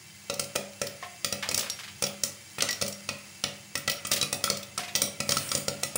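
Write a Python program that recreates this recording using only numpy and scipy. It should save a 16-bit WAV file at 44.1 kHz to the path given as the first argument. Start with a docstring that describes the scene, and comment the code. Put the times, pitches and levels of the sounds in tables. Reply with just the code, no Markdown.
"""Oil sizzles quietly over the low drone of a stove; then popcorn pops in a pan under a glass lid.
Sizzle, a steamy hiss near the end and drone are shaped noise: bubbles add grain, resonances hum.
Each pop is a torn-noise crack with splinters, a kick and a thump on the pan, and a puff of steam.
These excite decaying modes of air, pan, stand and rim; a small kitchen reflects the pops to a close phone.
Dry ticks follow, steam spits from a few hulls, knocks and soft scuffs sound, and hard kernels ping the lid."""
import sys
import numpy as np
from scipy import signal
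from scipy.fft import rfft, irfft, next_fast_len
from scipy.io import wavfile
from scipy.ndimage import map_coordinates

SR = 44100
rng = np.random.default_rng(int(sys.argv[2]) if len(sys.argv) > 2 else 0)


def digitize_waveform(pressure):
    """Quantize a signal to 16-bit integers and store it at the path in sys.argv[1].

    Rows of a 2-D input are taken as channels; values are limited to [-1, 1].
    """
    field = np.atleast_2d(pressure).T
    bounded = np.clip(field, -1, 1)
    quanta = np.round(bounded * 32767).astype(np.int16)
    wavfile.write(sys.argv[1], SR, quanta)


N = 263277
TIME = np.arange(N) / SR  # s

# Stove drone spectrum: (frequency [Hz], relative level [dB])
STOVE_SPECTRUM = [(20, -21), (45, -33), (90, 2), (160, -1.5), (200, -4.5), (270, -17.5), (340, -5.5),
                  (450, -16.5), (900, -14), (3000, -75)]
# Stove loudness: (time [s], level [dB])
STOVE_LEVEL = [(0, -58.5), (.8, -59.5), (1.5, -57.5), (3, -57), (5.97, -53.5)]
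# Frying oil spectrum: (frequency [Hz], relative level [dB])
OIL_SPECTRUM = [(300, -27), (700, -11.5), (1800, 0), (2100, -5), (2900, -4), (3700, -2), (4800, -0.5),
                (7400, -2.5), (8200, -5.5), (9600, -5.5), (11800, -29), (13700, -11), (14800, -9),
                (16000, 2.5)]
# Sizzle loudness: (time [s], level [dB])
SIZZLE_LEVEL = [(0, -48), (.3, -47), (1.1, -46), (2.5, -46), (3.3, -45.5), (3.7, -47.5), (4.7, -47.5),
                (5.97, -44.5)]
# Resonances of the covered pan that colour the sizzle: (frequency [Hz], width [Hz], relative level [dB])
SIZZLE_RESONANCES = [(2055, 15, 7.5), (2215, 18, -0.5), (2290, 15, 6), (2663, 27, 5), (2870, 40, -5.5),
                     (3100, 17, 4.5), (4830, 31, 3.5), (5200, 51, -14), (5570, 80, -4.5), (6540, 84, -1),
                     (6640, 70, -9), (7530, 116, -1.5), (9540, 270, -4), (10870, 420, -11.5)]
# Hiss of moisture in the oil: (time [s], level [dB])
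STEAM_LEVEL = [(5.2, -81), (5.3, -35.5), (5.45, -37), (5.56, -35), (5.63, -42), (5.7, -58)]
# Spectrum of that hiss: (frequency [Hz], relative level [dB])
STEAM_SPECTRUM = [(1000, 0.5), (3000, 5.5), (5600, -12), (7800, 5), (8800, 12.5), (10500, 3), (13300, -10),
                  (15000, 6.5)]
# Bursting kernels: (time [s], crack level [dB], crack pitch [Hz], kick on the pan [dB],
# steam puff [dB], splintering of the hull [dB])
POPS = [(0.2986, -16, 4830, -34.5, -30, -34.5), (0.3954, -13.5, 6600, -33.5, -34, -25),
        (0.5592, -13.5, 6040, -29, -27.5, -28), (0.816, -15.5, 6900, -29.5, -28, -32),
        (1.2457, -11, 5340, -30.5, -36, -24.5), (1.3255, -15, 5560, -33, -33, -29),
        (1.4889, -13.5, 5540, -40, -34, -33), (1.5126, -21, 5100, -31, -37.5, -30.5),
        (1.545, -10, 5900, -36, -43, -24), (1.5771, -13, 5900, -39, -34, -22.5),
        (2.0232, -15, 5200, -33.5, -29, -24), (2.0388, -14, 5370, -34, -37, -36),
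        (2.2355, -9, 5760, -36, -36, -22), (2.5841, -26, 4000, -31.5, -38.5, -35),
        (2.6224, -7, 5400, -25.5, -30, -24.5), (2.8135, -14.5, 5300, -37, -55, -34),
        (2.8224, -15, 5670, -32, -29, -28), (3.0898, -17.5, 4230, -29, -37.5, -36.5),
        (3.4388, -10, 3840, -29, -33.5, -31.5), (3.7543, -15.5, 5300, -28, -38, -33.5),
        (3.8771, -13.5, 4600, -29, -33.5, -31), (4.0502, -20, 7400, -31.5, -43.5, -54),
        (4.116, -13.5, 5620, -30, -29.5, -22), (4.213, -12.5, 5240, -38, -41, -34),
        (4.228, -13.5, 3980, -29.5, -32.5, -25.5), (4.3278, -14, 5580, -31, -31, -24),
        (4.4401, -8, 5100, -27, -33.5, -19), (4.5005, -7.5, 5600, -29.5, -30.5, -27),
        (4.778, -16, 5230, -36, -44.5, -30), (4.9521, -9, 4980, -30.5, -39.5, -49),
        (5.0185, -5.5, 6000, -30.5, -29, -18), (5.2031, -15, 6500, -28, -31.5, -33),
        (5.292, -10, 5600, -32.5, -29, -28), (5.3203, -9, 5050, -30, -42, -28),
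        (5.369, -12.5, 5070, -34, -34.5, -28.5), (5.5163, -13, 4900, -29.5, -41.5, -31),
        (5.5505, -10.5, 6860, -37, -29, -27), (5.682, -13, 5600, -32.5, -28, -29),
        (5.8333, -12, 5900, -33, -38, -26.5), (5.9563, -18.5, 8400, -31, -30, -20)]
# Crack of a hull: (frequency [Hz], relative level [dB])
CRACK_SPECTRUM = [(1500, -17), (2800, -4), (4000, -3.5), (5500, -1.5), (7200, -4.5), (9300, -2),
                  (10300, -8), (12300, -14.5), (13800, -18), (14600, 2), (15700, 3)]
# Damped pan bottom: (frequency [Hz], width [Hz], relative level [dB])
PAN_BODY = [(1312, 145, 4.5), (1944, 170, 2), (2277, 35, 5.5), (2522, 66, 6.5)]
# Air under the lid: (frequency [Hz], width [Hz], relative level [dB])
AIR_BODY = [(526, 128, 14.5), (714, 69, -8)]
# The whole pan on its stand: (frequency [Hz], width [Hz], relative level [dB])
STAND_BODY = [(126, 76, 2), (224, 54, 6), (332, 88, -13)]
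# Lasting ring of the air under the lid: (frequency [Hz], relative level [dB], t60 [s])
AIR_MODES = [(389, -16, 0.42), (450, -44, 0.32), (508.7, -11, 0.3), (566.7, -2, 0.51), (600, -18, 0.23)]
# Lasting ring of the pan on its stand: (frequency [Hz], relative level [dB], t60 [s])
STAND_MODES = [(101.3, -11.5, 0.65), (144.4, -6, 0.47), (200.3, -6, 0.82), (227.2, -11, 0.34),
               (287.4, -12, 0.53)]
# Lasting ring of the pan's metal: (frequency [Hz], relative level [dB], t60 [s])
PAN_MODES = [(1356, -3, 0.074), (1973, -6.5, 0.19), (2210, -14, 0.16), (2620, -5.5, 0.056)]
# Thin, high modes of the rim and lid: (frequency [Hz], relative level [dB], t60 [s])
RIM_MODES = [(3200, -15, 0.07), (3930, -21.5, 0.16), (4640, -42, 0.064), (5400, -38, 0.16),
             (5740, -28, 0.12), (5600, -8, 0.073), (6900, -25, 0.37), (7200, -24, 0.13), (8700, -24, 0.08),
             (9600, -22, 0.093)]
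# Dry ticks with little thump, popped pieces landing and perhaps a few small pops:
# (time [s], level [dB], pitch [Hz])
DRY_TICKS = [(0.3396, -23, 5370), (0.4409, -26.5, 5900), (0.8689, -22, 4330), (1.5924, -14.5, 5800),
             (1.6084, -19, 3820), (2.0662, -19, 3880), (2.7084, -17, 5070), (2.8629, -23, 5040),
             (2.8804, -20.5, 7900), (3.7763, -21.5, 9100), (3.8975, -12, 3800), (4.0692, -20, 8400),
             (4.1344, -10, 5130), (4.3424, -23, 4860), (4.5704, -23.5, 5850), (4.6294, -26.5, 3720),
             (4.9584, -11, 5450), (5.3074, -16, 5300), (5.3824, -18.5, 4720), (5.5747, -19, 8770)]
# The few hulls that leak steam just before they burst: (time [s], level [dB])
LEAKS = [(0.5538, -27.5), (1.242, -48), (2.020, -54), (2.812, -39), (4.1115, -31), (5.288, -54),
         (5.676, -40), (5.829, -33)]
# Dull, hollow knocks: (time [s], level [dB])
KNOCKS = [(1.027, -38.5), (4.790, -37.5)]
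# Body of a knock: (frequency [Hz], width [Hz], relative level [dB])
KNOCK_BODY = [(709, 31, 9), (1056, 78, 5.5), (1800, 260, 0.5)]
# Soft scuffs, the rough part of a knock or the heap of kernels sliding and settling:
# (time [s], first level [dB], brightest pitch [Hz], length [s])
SCUFFS = [(1.033, -43.5, 1720, .03), (1.426, -32.5, 1940, .03), (1.455, -42, 1650, .03),
          (1.578, -38.5, 1860, 0.14), (1.789, -41, 2220, 0.14), (4.115, -27, 3770, 0.048),
          (4.794, -38, 2480, 0.13)]
# Hard, unpopped kernels that strike the lid: (time [s], level [dB], pitch of the contact [Hz])
PINGS = [(1.699, -22.5, 5550), (2.606, -13.5, 3350), (2.689, -21, 5000), (2.691, -13, 2060),
         (2.728, -25, 5000), (2.926, -33, 5650), (3.879, -13, 1920), (3.916, -28, 5900), (3.967, -40, 5460),
         (4.477, -22.5, 1320), (4.777, -28.5, 1290), (5.323, -43, 5500), (5.369, -21.5, 1380),
         (5.49, -32, 5550)]
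# Modes of the lid: (frequency [Hz], relative level [dB], t60 [s])
LID_MODES = [(1323, 1.5, 0.042), (1954, -13.5, 0.14), (3230, -16, 0.077), (5480, -10, 0.11),
             (5610, -6, 0.2)]
# Reverberation of the kitchen: (frequency [Hz], t60 [s])
KITCHEN_T60 = [(100, 0.29), (500, 0.43), (1500, 0.69), (4000, 0.32), (10000, 0.32), (16000, 0.19)]
# Strength of the reflections: (frequency [Hz], relative level [dB])
WALL_REFLECTION = [(100, -5.5), (220, 9), (330, 5.5), (420, -5.5), (560, 3.5), (730, 5.5), (850, -3.5),
                   (1300, -4.5), (3000, -2), (8000, -5.5), (15000, 3)]

# A stronger burst tears its hull faster: the tear time halves for every TEAR_HALVES_DB.
TYPICAL_CRACK_DB, TEAR_S, TEAR_HALVES_DB = -7.5, 0.0038, 12.5
SPLINTER_HZ = 8660  # above this the splinters of the hull take over from its crack
# Every burst thumps the pan much alike, a little more with more steam and as the pan fills.
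TYPICAL_PUFF_DB, THUMP_DB, THUMP_FOLLOWS, THUMP_DB_PER_S = -36, -42, 0.45, 0.78
# A duller, heavier tick kicks the pan harder.
TICK_HZ, TICK_KICK_DB, DULLER_DB_PER_OCTAVE = 4870, -24.5, 6
# Within one row of scuffs: time between them, time constant of each, fall over the whole row
SCUFF_GAP_S, SCUFF_S, SETTLE_DB = 0.047, 0.027, 5
CLICK_HZ, CLICK_DB_PER_OCTAVE = 5650, 9  # a harder, higher contact clicks more
TOP_HZ = 15750  # band limit of the phone


def amp(db):
    """Logarithmic level: decibels to amplitude ratio."""
    return 10 ** (np.asarray(db) / 20)


def unit(x):
    """Mean power: scale a signal to rms 1."""
    return x / np.sqrt(np.mean(x ** 2) + 1e-20)


def level(rows):
    """Envelope: gain per sample, linear in decibels between (s, dB) points."""
    return amp(np.interp(TIME, *np.transpose(rows)))


def along(points, hz):
    """Logarithmic pitch: (Hz, value) points interpolated on an octave-like axis."""
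    f, values = np.transpose(points)
    return np.interp(np.log(hz + 1), np.log(f), values)


def hump(f, hz, octaves):
    """Spectral selectivity: a bell from 0 to 1 around one pitch."""
    return np.exp(-0.5 * (np.log2((f + 1) / hz) / octaves) ** 2)


def filtered(x, response):
    """Linear filtering: a spectrum multiplied by a response of frequency."""
    size = next_fast_len(2 * len(x))
    spectrum = rfft(x, size) * response(np.fft.rfftfreq(size, 1 / SR))
    return irfft(spectrum, size)[:len(x)]


def causal(db):
    """Causality: the minimum-phase response with these gains sounds only after the blow."""
    cepstrum = irfft(np.log(amp(db)))
    half = len(cepstrum) // 2
    cepstrum[1:half] *= 2
    cepstrum[half + 1:] = 0
    return np.exp(rfft(cepstrum))


def resonances(modes, f):
    """Superposition of damped oscillators: response of a body with (Hz, width Hz, dB) modes."""
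    return sum(amp(db) * 1j * f * width / (centre ** 2 - f ** 2 + 1j * f * width)
               for centre, width, db in modes)


def burst(t60, size=4096):
    """Exponential decay: noise that falls 60 dB in t60 seconds."""
    return rng.standard_normal(size) * amp(-60 * np.arange(size) / SR / t60)


def tear(length, size=4096):
    """Sudden rupture: noise with a Gaussian fall that holds for a moment and then stops."""
    return rng.standard_normal(size) * np.exp(-(np.arange(size) / SR / length) ** 2)


def blow(x, db, span):
    """Energy of a transient: give x that of a sound holding db for span seconds."""
    return amp(db) * x * np.sqrt(span * SR / np.sum(x ** 2))


def push(body, t60, rough, detune=0.022):
    """Forced vibration: an impulse with a ragged wake drives a body whose pitch depends on the spot."""
    force = rough * burst(t60)
    force[0] += 1
    shift = np.exp(detune * rng.standard_normal())
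    rolloff_hz = 2 * body[-1][0]
    return filtered(force, lambda f: resonances(body, f * shift) / (1 + 1j * f / rolloff_hz))


def ring(modes, scatter_db):
    """Free vibration: decaying (Hz, dB, t60) modes, struck at a new spot each time."""
    t = TIME[:SR // 2 + SR // 4]
    out = np.zeros(len(t))
    for hz, db, t60 in modes:
        strength = amp(db + scatter_db * rng.standard_normal())
        out += strength * amp(-60 * t / t60) * np.sin(2 * np.pi * hz * t)
    return out


def scuff(hz, length, octaves):
    """Friction noise: a short rub or click, brightest around one pitch."""
    return filtered(tear(length), lambda f: causal(45 * (hump(f, hz, octaves) - 1)))


def add(track, s, x):
    """Superposition: mix x into the track from time s."""
    start = max(round(s * SR), 0)
    part = x[:max(N - start, 0)]
    track[start:start + len(part)] += part


def kitchen(x, build=0.0048):
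    """Reverberation: diffuse reflections thicken, then die at a rate set by frequency."""
    noise = rng.standard_normal(SR // 2 + SR // 8)
    hz, t, bands = signal.stft(noise, SR, nperseg=256)
    fade = amp(-60 * t / along(KITCHEN_T60, hz)[:, None])
    strength = amp(along(WALL_REFLECTION, hz))[:, None]
    tail = signal.istft(bands * fade * strength, SR, nperseg=256)[1]
    tail *= 1 - np.exp(-TIME[:len(tail)] / build)
    return signal.fftconvolve(x, tail / np.linalg.norm(tail))


def frying(spectrum, bubbles, grain):
    """Random arrivals: tiny bubbles burst, so many a second, on an even hiss."""
    ticks = (rng.random(N) < bubbles / SR) * rng.standard_normal(N)
    mixture = rng.standard_normal(N) + grain * unit(ticks)
    return unit(filtered(mixture, lambda f: amp(along(spectrum, f))))


def waver(rate, depth_db):
    """Slow amplitude modulation: a gain drifting through random points, rate of them a second."""
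    points = rng.standard_normal(int(N * rate / SR) + 4)
    return amp(depth_db * map_coordinates(points, [TIME * rate]))


def oil(peaks_db=-5, flutter_db=1.0):
    """Resonant colouring: a sizzle rings faintly in the pan; a steamy hiss swells near the end."""
    ringing = np.zeros(N)
    for mode in SIZZLE_RESONANCES:
        band = filtered(rng.standard_normal(N), lambda f: resonances([mode], f))
        ringing += waver(3.92, flutter_db) * band
    sizzle = unit(frying(OIL_SPECTRUM, bubbles=1200, grain=0.81) + amp(peaks_db) * unit(ringing))
    steam = frying(STEAM_SPECTRUM, bubbles=600, grain=0.53)
    return level(SIZZLE_LEVEL) * sizzle + level(STEAM_LEVEL) * steam


def stove(hum_db=-5):
    """Narrow-band noise: a low drone with two humming bands."""
    drone = unit(filtered(rng.standard_normal(N), lambda f: amp(along(STOVE_SPECTRUM, f))))
    # (Hz, width Hz, dB) before squaring, which narrows the bands
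    bands = [(94.8, 4.5, 0.35), (200.4, 9.6, 0.47)]
    hum = unit(filtered(rng.standard_normal(N), lambda f: resonances(bands, f) ** 2))
    return level(STOVE_LEVEL) * (drone + amp(hum_db) * hum)


def crack(hz, length, focus_db=10, octaves=0.55, wake=0.024):
    """Brittle fracture: a hull tears in milliseconds at its own pitch; the pan walls scatter a short wake."""
    rip = tear(length) + wake * burst(0.048)
    return filtered(rip, lambda f: causal(along(CRACK_SPECTRUM, f) + focus_db * hump(f, hz, octaves)))


def side(x, band):
    """Band splitting: the low or the high part of a crack."""
    return signal.sosfilt(signal.butter(4, SPLINTER_HZ, band, fs=SR, output="sos"), x)


def popcorn(room_db=-4, air_db=-4, stand_db=0, pan_db=-5, rim_db=-14):
    """Impulsive excitation: crack, splinters, kick, puff and thump set air, stand, pan and rim ringing."""
    out = np.zeros(N)
    for s, crack_db, hz, kick_db, puff_db, splinter_db in POPS:
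        length = TEAR_S * 0.5 ** ((crack_db - TYPICAL_CRACK_DB) / TEAR_HALVES_DB)
        thump_db = THUMP_DB + THUMP_DB_PER_S * s + THUMP_FOLLOWS * (puff_db - TYPICAL_PUFF_DB)
        hull = side(crack(hz, length), "low")
        splinters = side(crack(SPLINTER_HZ, length, focus_db=17), "high")
        pop = blow(hull, crack_db, span=0.00047)
        pop += blow(splinters, splinter_db, span=0.0046)
        pop += blow(push(PAN_BODY, t60=0.034, rough=0.41), kick_db, span=0.0046)
        pop += blow(push(AIR_BODY, t60=0.022, rough=0.056), puff_db, span=0.0024)
        pop += blow(push(STAND_BODY, t60=0.015, rough=0.12), thump_db, span=0.0033)
        add(out, s, pop)
        add(out, s, amp(room_db) * kitchen(pop))
        add(out, s, amp(puff_db + air_db) * ring(AIR_MODES, scatter_db=1.33))
        add(out, s, amp(thump_db + stand_db) * ring(STAND_MODES, scatter_db=1.5))
        add(out, s, amp(kick_db + pan_db) * ring(PAN_MODES, scatter_db=4.0))
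        add(out, s, amp(crack_db + rim_db) * ring(RIM_MODES, scatter_db=6.5))
    return out


def dry_ticks(room_db=-4, air_db=-4, rim_db=-14):
    """Light impact: a dry tick with a light kick on the pan, mostly a popped piece landing."""
    out = np.zeros(N)
    for s, db, hz in DRY_TICKS:
        kick_db = db + TICK_KICK_DB - DULLER_DB_PER_OCTAVE * np.log2(hz / TICK_HZ)
        tick = blow(crack(hz, length=0.0073), db, span=0.00084)
        tick += blow(push(PAN_BODY, t60=0.032, rough=0.18), kick_db, span=0.0047)
        tick += blow(push(AIR_BODY, t60=0.034, rough=0.079), kick_db + air_db, span=0.0077)
        add(out, s, tick)
        add(out, s, amp(room_db) * kitchen(tick))
        add(out, s, amp(db + rim_db) * ring(RIM_MODES, scatter_db=4.0))
    return out


def leaks(length=0.013, pan_db=12):
    """Jet noise: a short spit of steam through the first split in the hull, coloured by pan and air."""
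    def response(f):
        body = resonances(PAN_BODY + AIR_BODY, f) / 2
        return causal(along(CRACK_SPECTRUM, f)) + amp(pan_db) * body

    out = np.zeros(N)
    for s, db in LEAKS:
        add(out, s, blow(filtered(tear(length), response), db, span=0.0097))
    return out


def knocks(room_db=-6):
    """Impact and friction: hollow knocks, and soft scuffs that weaken within each row."""
    out = np.zeros(N)
    for s, db in KNOCKS:
        knock = push(KNOCK_BODY, t60=0.047, rough=0.07, detune=0)
        add(out, s, blow(knock, db, span=0.025))
    for s, db, hz, length in SCUFFS:
        for k, delay in enumerate(np.arange(0, length, SCUFF_GAP_S)):
            # later scuffs stray by up to a quarter of the gap
            jitter = (k > 0) * SCUFF_GAP_S * (rng.random() - 0.5) / 2
            scuff_db = db - SETTLE_DB * delay / length
            rub = scuff(hz, SCUFF_S, octaves=2.27)
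            add(out, s + delay + jitter, blow(rub, scuff_db, span=0.03))
    return out + amp(room_db) * kitchen(out)[:N]


def lid(room_db=-16, click_room_db=-5):
    """Selective excitation: hard kernels click on the lid, which rings most in modes near the contact pitch."""
    rings, clicks = np.zeros(N), np.zeros(N)
    for s, db, hz in PINGS:
        excited = []
        for mode_hz, mode_db, t60 in LID_MODES:
            mismatch_db = 30 * (hump(mode_hz, hz, octaves=0.34) - 1)
            excited.append((mode_hz, db + mode_db + mismatch_db, t60))
        add(rings, s, ring(excited, scatter_db=1.5))
        click_db = db + CLICK_DB_PER_OCTAVE * np.log2(hz / CLICK_HZ)
        add(clicks, s, blow(scuff(hz, length=0.0058, octaves=1.32), click_db, span=0.0025))
    reflected = kitchen(amp(room_db) * rings + amp(click_room_db) * clicks)[:N]
    return rings + clicks + reflected


def scene():
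    """Superposition: every source adds at one microphone."""
    return (oil() + stove() + popcorn() + dry_ticks() + leaks() + knocks() + lid())[None]


def record(dry, ceiling=0.24):
    """Band limiting and saturation: the phone thins deep bass, rounds tall peaks and cuts the top."""
    x = signal.sosfilt(signal.butter(3, 68, "high", fs=SR, output="sos"), dry[0])
    x = x / (1 + np.abs(x / ceiling) ** 4) ** (1 / 4)
    return filtered(x, lambda f: f < TOP_HZ)[None]


dry = scene()
out = record(dry)
digitize_waveform(out)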